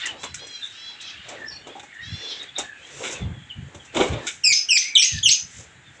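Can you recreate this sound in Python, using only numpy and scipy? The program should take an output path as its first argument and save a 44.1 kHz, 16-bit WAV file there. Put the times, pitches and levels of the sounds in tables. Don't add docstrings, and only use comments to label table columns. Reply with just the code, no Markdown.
import sys
import numpy as np
from scipy import signal
from scipy.fft import rfft, irfft
from scipy.io import wavfile
from scipy.ndimage import uniform_filter1d, minimum_filter1d

SR = 44100
rng = np.random.default_rng(int(sys.argv[2]) if len(sys.argv) > 2 else 0)


def to_linear_factor(level_db):
    exponent = np.asarray(level_db, float) / 20
    return 10 ** exponent


def int16_out(signal):
    q = np.round(np.clip(np.atleast_2d(signal).T, -1, 1) * 32767)
    wavfile.write(sys.argv[1], SR, q.astype(np.int16))


N = 264600

# f/Hz, level/dB per Hz
AIR = [(35, -34), (60, -29), (131, -7.5), (279, 1), (550, -7.5), (864, -1.5), (1080, -8), (1570, 3.5),
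       (1880, 4), (3480, -10.5), (4640, -29.5), (7140, -6.5), (8080, -14.5), (10500, -39), (17800, -120)]
# t/s, level/dB
GUSTS = [(0.0, -46.5), (0.06, -71), (0.13, -47), (0.17, -62), (0.32, -53), (0.37, -46), (0.53, -67),
         (1.12, -64), (1.19, -54), (1.42, -67), (1.49, -54), (1.97, -70.5), (2.1, -40.5), (2.14, -33),
         (2.24, -68.5), (2.66, -56), (2.89, -68), (2.96, -51), (3.16, -59), (3.23, -32.5), (3.31, -28),
         (3.54, -63), (3.58, -33.5), (3.59, -36), (3.68, -41), (3.72, -64), (3.76, -44), (3.93, -60),
         (3.99, -49), (4.06, -48), (4.11, -27.5), (4.29, -60.5), (4.53, -58), (4.6, -68), (5.08, -65),
         (5.13, -40), (5.16, -32), (5.23, -52), (5.26, -38.5), (5.4, -65.5), (5.45, -45.5), (5.53, -63),
         (5.58, -42.5), (5.63, -53), (5.78, -60), (5.88, -52), (6.0, -62)]
# f/Hz, level/dB per Hz
WIND = [(15, -55), (25, -43), (69, 1.5), (139, 3.5), (211, -6.5), (276, -16), (400, -34.5), (520, -63),
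        (880, -120)]
# t/s, pitch f/Hz, level/dB
WHISTLES = [
    [(0.61, 3980, -52), (0.632, 3600, -34.5), (0.688, 3840, -51), (0.72, 3700, -47)],
    [(1.36, 1860, -53), (1.382, 1899, -49), (1.43, 1787, -42), (1.506, 1725, -53), (1.55, 1790, -52)],
    [(1.69, 3300, -50), (1.726, 3360, -53), (1.782, 3270, -71), (1.79, 3190, -72)],
    [(1.91, 1687, -64), (1.924, 1790, -50), (2.03, 1890, -42), (2.086, 1694, -52), (2.16, 1670, -63)],
    [(2.39, 3840, -48), (2.406, 3735, -46), (2.42, 3710, -39), (2.46, 3800, -66)],
    [(2.545, 3390, -63), (2.559, 3720, -39.5), (2.607, 3689, -35), (2.61, 3745, -43)],
    [(2.63, 1712, -48), (2.654, 1743, -50), (2.754, 1634, -45), (2.77, 1620, -67)],
    [(3.49, 3660, -55), (3.51, 2967, -34), (3.546, 2820, -71), (3.56, 2970, -67)],
    [(3.79, 3387, -70), (3.806, 3235, -50), (3.83, 2878, -60)],
    [(4.82, 1950, -41), (4.834, 2044, -36), (4.896, 2310, -39), (4.948, 2280, -36), (5.0, 2410, -27)],
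    [(5.03, 2320, -39), (5.042, 2184, -38.5), (5.114, 1913, -47), (5.2, 1680, -44.5)],
]
# t/s, pitch f/Hz, level/dB
THIN_NOTES = [
    [(1.455, 5350, -58), (1.459, 5270, -56), (1.491, 5340, -46), (1.57, 5540, -56)],
    [(1.5, 5094, -57), (1.526, 4360, -45.5), (1.582, 4470, -52.5), (1.6, 4100, -65)],
]
# t/s, pitch f/Hz, level/dB, hoarseness [0-1]
BEEPS = [
    [(.16, 636, -62, 0.03), (.2, 656, -49, 0.14), (.26, 683, -51, 0.16), (.33, 666, -55, 0.3)],
    [(.39, 800, -45.5, 0.15), (.43, 833, -44, 0.14), (.5, 828, -45.5, 0.14), (.56, 810, -41, .1),
     (.62, 777, -60, 0.1)],
    [(.72, 600, -54, 0.2), (.78, 658, -46, 0.2), (.84, 667, -45, 0.14), (.9, 670, -45, 0.14),
     (.97, 661, -58, 0.2)],
    [(1.0, 640, -46, 0.84), (1.05, 665, -43.5, 0.56), (1.1, 640, -42, 0.77), (1.17, 613, -65, 0.8)],
    [(2.01, 600, -58, 0.15), (2.04, 639, -47, 0), (2.1, 676.4, -45, 0.14), (2.18, 699, -44.5, 0.09),
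     (2.24, 690, -42, 0.44), (2.32, 675, -40, 0.87), (2.4, 651, -49.5, 0.94)],
]
# f/Hz, level/dB
BEAK = [(1200, -15), (2000, -27), (2600, -11.5), (3400, 2.5), (4100, 0), (4600, -12), (5400, -6.5),
        (6200, -16), (7500, -28), (9000, -44)]
# t/s, tray pitch f/Hz, wings and trays level/dB, flock chatter level/dB,
# seed and feathers level/dB
STIR = [
    [(0.0, 609, -64, -34, -38), (0.06, 1067, -48, -29, -49), (0.16, 569, -41, -48, -79),
     (0.22, 1050, -53, -51, -37), (0.25, 1010, -44.5, -36, -45), (0.32, 956, -66, -52, -77),
     (0.36, 463, -81, -45, -44), (0.42, 485, -45, -47.5, -54), (0.69, 463, -87, -47, -46.5),
     (0.91, 883, -56, -45.5, -64), (1.22, 629, -66, -43.5, -61), (1.31, 711, -41, -38.5, -47),
     (1.46, 300, -45.5, -51, -58), (1.49, 330, -59, -53, -62), (1.54, 922, -55, -49, -55),
     (1.64, 334.5, -57, -58, -77), (1.68, 367, -41, -48, -47), (1.73, 416, -49, -46, -71),
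     (1.76, 861, -71, -50, -54), (1.99, 429, -74, -52.5, -70), (2.08, 268, -63, -46, -54),
     (2.24, 463, -45, -42.5, -50), (2.44, 441, -52, -42.5, -49), (2.53, 785, -75, -52, -83),
     (2.6, 794, -35.5, -33, -38.5), (2.71, 636, -69, -54, -62), (3.05, 387, -41.5, -40, -28.5),
     (3.13, 536, -40.5, -36, -26), (3.32, 267, -46, -56.5, -81), (3.47, 370, -71, -54, -75),
     (3.77, 361, -48, -54.5, -53), (3.92, 422, -66, -52, -56), (3.96, 403.4, -23.5, -34, -34),
     (4.01, 391, -18.5, -30, -34), (4.07, 386, -29.5, -34.5, -32), (4.17, 477, -39, -41.5, -52),
     (4.26, 337, -42, -41.5, -43), (4.27, 330.7, -43, -39.5, -32), (4.38, 540, -72, -52.5, -45),
     (4.43, 273, -68, -55, -55)],
    [(5.46, 396, -69, -54.5, -50), (5.534, 505, -86, -48, -37), (5.606, 481, -49, -50, -38),
     (5.694, 483, -64, -54, -54), (5.814, 426, -72, -57, -68), (5.87, 445, -77, -53, -68),
     (5.976, 510, -62, -56, -49), (6.0, 519, -53, -53, -81)],
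]
# t/s, tray pitch f/Hz, tray level/dB, wire level/dB, seed level/dB, time to fall 60 dB t/s
KNOCKS = [(.056, 1120, -40, -36, -19.5, 0.073), (.231, 1130, -25.5, -25.5, -26.5, 0.09),
          (.341, 703, -63, -32, -24.5, .08), (0.468, 500, -61, -45, -33, .06),
          (.626, 920, -58, -50, -44.5, 0.19), (1.009, 800, -63, -58, -41, 0.088),
          (1.284, 808, -46, -35, -36, 0.094), (1.508, 1070, -42, -43, -56, 0.054),
          (1.668, 358.5, -32, -41.5, -48, 0.079), (1.75, 798, -31, -51, -55, 0.18),
          (1.795, 900, -63, -34, -47, 0.066), (1.829, 830, -41, -46, -48, 0.12),
          (1.939, 610, -64, -48, -46, 0.069), (2.428, 495, -52, -49, -38, 0.052),
          (2.581, 802.4, -20, -27, -21, 0.095), (3.0, 502, -31, -44, -55, 0.17),
          (3.03, 394, -33, -23, -55, 0.25), (3.745, 350, -35, -38, -41, 0.071),
          (3.848, 386, -49, -45, -43, 0.081), (3.945, 606, -28, -27, -35, 0.12),
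          (3.965, 405, -25, -16, -28, 0.066), (4.001, 397.6, -16.5, -18, -34, .15),
          (4.12, 595, -30, -31.5, -47, 0.27), (4.266, 492, -66.5, -22.5, -22.5, 0.16)]
# f/Hz, level/dB per Hz
BOARD = [(150, -32), (220, 3.5), (400, 5), (800, 3), (1300, -2.5), (1800, -48)]
# f/Hz, width f/Hz, level/dB
WIRE = [(1440, 103, 3), (2290, 170, 4.5), (2900, 300, -1), (3600, 254, 1.5), (4070, 160, -8.5)]
# f/Hz, level/dB per Hz
SEED = [(3800, -26), (4900, -7.5), (6000, 0.5), (7100, 1), (8200, 3), (10000, -1), (14000, -21)]
# t/s, pitch f/Hz, level/dB of the 1st, 2nd and 3rd harmonic
CRIES = [
    [(4.435, 2915, -30, -35, -33), (4.445, 2633, -26, -21, -36), (4.46, 2512, -26.5, -27, -27),
     (4.478, 2480, -23, -17, -28), (4.486, 2340, -38, -26, -38), (4.51, 2325, -25, -35, -31.5),
     (4.53, 2126, -15.5, -22, -32)],
    [(4.686, 2900, -27, -32, -39), (4.697, 2900, -16, -30, -36), (4.71, 2760, -23, -21, -29),
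     (4.73, 2496, -19, -26, -35), (4.75, 2456, -33, -28, -28), (4.775, 2290, -21, -26, -41)],
    [(4.95, 4120, -24, -16, -53), (4.957, 3600, -17, -30, -50), (4.967, 3090, -9.5, -36, -43),
     (4.98, 2900, -28.5, -21.5, -30), (5.0, 2780, -36, -25, -29), (5.03, 2580, -42, -28, -31)],
    [(5.227, 3020, -24, -32, -51), (5.236, 3350, -23, -34, -39), (5.25, 3175, -29.5, -30.5, -24),
     (5.265, 2950, -16, -19, -33), (5.28, 2730, -23, -31, -28), (5.295, 2450, -35, -30, -28)],
]
# t/s, upper voice f/Hz, then level/dB of upper voice, lower voice, rasp and throat
SCREECHES = [
    [(4.523, 5540, -19, -22, -13, -31), (4.537, 6270, -14, -21, -26, -44), (4.55, 6110, -31, -26, -36, -42),
     (4.567, 6200, -25, -15.5, -31, -35), (4.6, 6170, -29.5, -26.5, -41, -38),
     (4.66, 6110, -46, -39, -54, -56)],
    [(4.77, 5030, -20, -34, -14, -10.5), (4.782, 5840, -13.5, -37, -24, -37),
     (4.797, 6170, -20.5, -26, -35, -40), (4.82, 6030, -30.5, -34, -33.5, -34.5),
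     (4.92, 6030, -46, -45, -50, -45)],
    [(5.02, 5270, -22, -22, -10, -20), (5.035, 5910, -15, -27, -26.5, -19.5),
     (5.05, 6580, -18.5, -27, -32, -33), (5.08, 6305, -25, -33, -32.5, -30),
     (5.13, 6280, -34, -44, -39, -37), (5.2, 6190, -46, -48, -37, -41)],
    [(5.285, 5230, -25, -24, -24, -26), (5.297, 5005, -20, -19.5, -16, -31.5),
     (5.312, 5990, -13.5, -27.5, -34, -26), (5.325, 6520, -15.5, -23, -26, -24.5),
     (5.36, 6030, -27.5, -32, -34, -34), (5.44, 6280, -40, -48, -57, -60)],
]
# f/Hz, level/dB
MIC = [(1000, -3.5), (7500, 2.5), (8500, -13.5), (10000, -21), (13000, -40.5), (16000, -57)]


def column(rows, k):
    rows = np.array(rows)
    return np.interp(np.arange(N) / SR, rows[:, 0], rows[:, k])


def span(rows):
    times, *cols = np.transpose(rows)
    at = np.arange(round(times[0] * SR), min(round(times[-1] * SR), N))
    t = at / SR
    gate = np.clip(np.minimum(t - times[0], times[-1] - t) / 0.0044, 0, 1)
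    return at, gate, [np.interp(t, times, c) for c in cols]


def rms_one(x):
    return x / np.sqrt(np.mean(x ** 2) + 1e-20)


def at_hz(points, hz):
    table_hz, db = np.transpose(points)
    return np.interp(np.log(hz + 1), np.log(table_hz), db)


def drift(hz, size=N):
    r = np.exp(-2 * np.pi * hz / SR)
    noise = rng.standard_normal(size + 9000)
    smooth = signal.lfilter([1], [1, -2 * r, r * r], noise)
    return rms_one(smooth[9000:])


def colour(x, spectrum):
    hz = np.fft.rfftfreq(len(x), 1 / SR)
    return irfft(rfft(x) * to_linear_factor(at_hz(spectrum, hz)), len(x))


def band(x, low_hz, high_hz):
    return signal.sosfilt(signal.butter(3, [low_hz, high_hz], "band", fs=SR, output="sos"), x)


def resonate(x, peaks):
    out = 0
    for k, (hz, width_hz, db) in enumerate(peaks):
        r = np.exp(-np.pi * width_hz / SR)
        poles = [1, -2 * r * np.cos(2 * np.pi * hz / SR), r * r]
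        ring = signal.lfilter([1, 0, -1], poles, x) * (1 - r * r) / 2
        out = out + (-1) ** k * to_linear_factor(db) * ring
    return out


def grains(per_s, spread_db):
    sizes = to_linear_factor(spread_db * np.minimum(rng.exponential(1, N), 5)) * rng.choice([-1, 1], N)
    return sizes * (rng.random(N) < per_s / SR) + 1e-18


def turns(hz, wobble, wobble_hz):
    unsteady_hz = hz * (1 + wobble * drift(wobble_hz, size=len(hz)))
    return 2 * np.pi * np.cumsum(unsteady_hz) / SR


def hollow(hz, width_hz):
    r = np.exp(-np.pi * width_hz / SR)
    size = len(hz)
    taps = rng.standard_normal((2, size)) * (rng.random(size) < 900 / SR) + 1e-18
    swell = signal.lfilter([1], [1, -2 * r, r * r], taps[0] + 1j * taps[1])
    return rms_one(np.real(swell * np.exp(2j * np.pi * np.cumsum(hz) / SR)))


def air():
    return to_linear_factor(-53.5) * rms_one(colour(rng.standard_normal(N), AIR))


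def wind():
    rumble = rms_one(colour(rng.standard_normal(N), WIND))
    return to_linear_factor(column(GUSTS, 1) + 2.86 * drift(12)) * rumble


def shed_echo(x):
    t60_s = 0.27
    t = np.arange(round(.5 * SR)) / SR
    echoes = rms_one(grains(4000, spread_db=3.5)[:len(t)])
    tail = echoes * to_linear_factor(-60 * t / t60_s) * (t > .003)
    return signal.fftconvolve(x, tail / np.sqrt(np.sum(tail ** 2)))[:N]


def flock():
    voices = 0
    for hz in (1633, 1943, 2340, 2744, 3225, 3650):
        voice = hollow(hz * (1 + .05 * drift(4)), width_hz=174)
        voices = voices + to_linear_factor(7.8 * drift(4.9)) * voice
    blur = band(rng.standard_normal(N), 1240, 3670)
    return rms_one(rms_one(voices) + to_linear_factor(-1) * rms_one(blur))


def whistles():
    out = np.zeros(N)
    for rows in [*WHISTLES, *THIN_NOTES]:
        at, gate, (hz, db) = span(rows)
        tone = np.sin(turns(hz, wobble=0.0246, wobble_hz=120))
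        out[at] += gate * to_linear_factor(db + 6 + 4.16 * drift(100, size=len(at))) * tone
    return out


def finches():
    out = np.zeros(N)
    for rows in BEEPS:
        at, gate, (hz, db, hoarse) = span(rows)
        phase = turns(hz, wobble=0.063 * hoarse, wobble_hz=197)
        for k in range(2, 14):
            level_db = db + 2 + at_hz(BEAK, k * hz) + 2.5 * drift(25, size=len(at))
            out[at] += gate * to_linear_factor(level_db) * np.sin(k * phase)
    return out


def stirring(board, seed):
    rows = np.concatenate(STIR)
    tray = hollow(column(rows, 1), width_hz=210) + board
    out = to_linear_factor(column(rows, 2) - 0.5) * tray
    out += to_linear_factor(column(rows, 3) + 0.5) * flock()
    return out + to_linear_factor(column(rows, 4) - 8) * seed


def knocks(board, wire, seed):
    out = np.zeros(N)
    for start, hz, tray_db, wire_db, seed_db, t60 in KNOCKS:
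        at = np.arange(round(start * SR), min(round((start + .25) * SR), N))
        t = at / SR - start
        swell = (1 - np.exp(-t / (0.027 * t60))) ** 2 * to_linear_factor(-60 * t / t60)
        tray = hollow(np.full(len(at), hz), width_hz=83) + to_linear_factor(-2) * board[at]
        out[at] += swell * (to_linear_factor(tray_db) * tray + to_linear_factor(wire_db) * wire[at] + to_linear_factor(seed_db) * seed[at])
    return out


def cage():
    board = rms_one(colour(grains(1500, spread_db=0.5), BOARD))
    wire = rms_one(resonate(grains(2300, spread_db=3.0), WIRE))
    seed = rms_one(colour(grains(6000, spread_db=1.5), SEED)) * to_linear_factor(2 * drift(29))
    return stirring(board, seed) + knocks(board, wire, seed)


def cries():
    out = np.zeros(N)
    for rows in CRIES:
        at, gate, (hz, *levels) = span(rows)
        phase = turns(hz, wobble=.008, wobble_hz=200)
        other = turns(1.06 * hz, wobble=0.0158, wobble_hz=80)
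        for k, db in enumerate([*levels, levels[2] - 3], start=1):
            both = np.sin(k * phase) + to_linear_factor(-5) * np.sin(k * other)
            out[at] += gate * to_linear_factor(db + 5.5 + 3.1 * drift(91, size=len(at))) * both
    return out


def screeches():
    out = np.zeros(N)
    rasp = rms_one(band(grains(2500, spread_db=4.5), 3050, 4900))
    hiss = rms_one(band(grains(3700, spread_db=10), 6800, 16000))
    for rows in SCREECHES:
        at, gate, (hz, upper_db, lower_db, rasp_db, throat_db) = span(rows)
        upper_flutter = to_linear_factor(3.14 * drift(201, size=len(at)))
        lower_flutter = to_linear_factor(2.94 * drift(300, size=len(at)))
        phase = turns(hz, wobble=0.028, wobble_hz=310)
        upper = np.sin(phase) + to_linear_factor(-17) * np.sin(2 * phase)
        phase = turns(.83 * hz, wobble=0.0253, wobble_hz=300)
        lower = np.sin(phase) + to_linear_factor(-13) * np.sin(2 * phase)
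        throat = np.sin(turns(.43 * hz, wobble=0.062, wobble_hz=282))
        out[at] += gate * to_linear_factor(upper_db) * upper_flutter * upper
        out[at] += gate * lower_flutter * (to_linear_factor(lower_db) * lower + to_linear_factor(throat_db) * throat)
        out[at] += gate * to_linear_factor(rasp_db - 0.5) * (rasp[at] + to_linear_factor(-2.5) * hiss[at])
    return out


def near_bird():
    return cries() + screeches()


def scene():
    birds = whistles() + finches() + near_bird()
    close = cage()
    echo = to_linear_factor(-5.5) * shed_echo(birds + .5 * close)
    near = colour(birds + close + echo, MIC)
    return (air() + wind() + near)[None]


def low_pass(x):
    return signal.sosfilt(signal.butter(12, 15500, fs=SR, output="sos"), x)


def record(dry):
    peak = -minimum_filter1d(-np.abs(dry), size=301)
    ease = uniform_filter1d(np.minimum(1, .84 / (peak + 1e-9)), size=151)
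    return low_pass(dry * ease)


dry = scene()
out = record(dry)
int16_out(out)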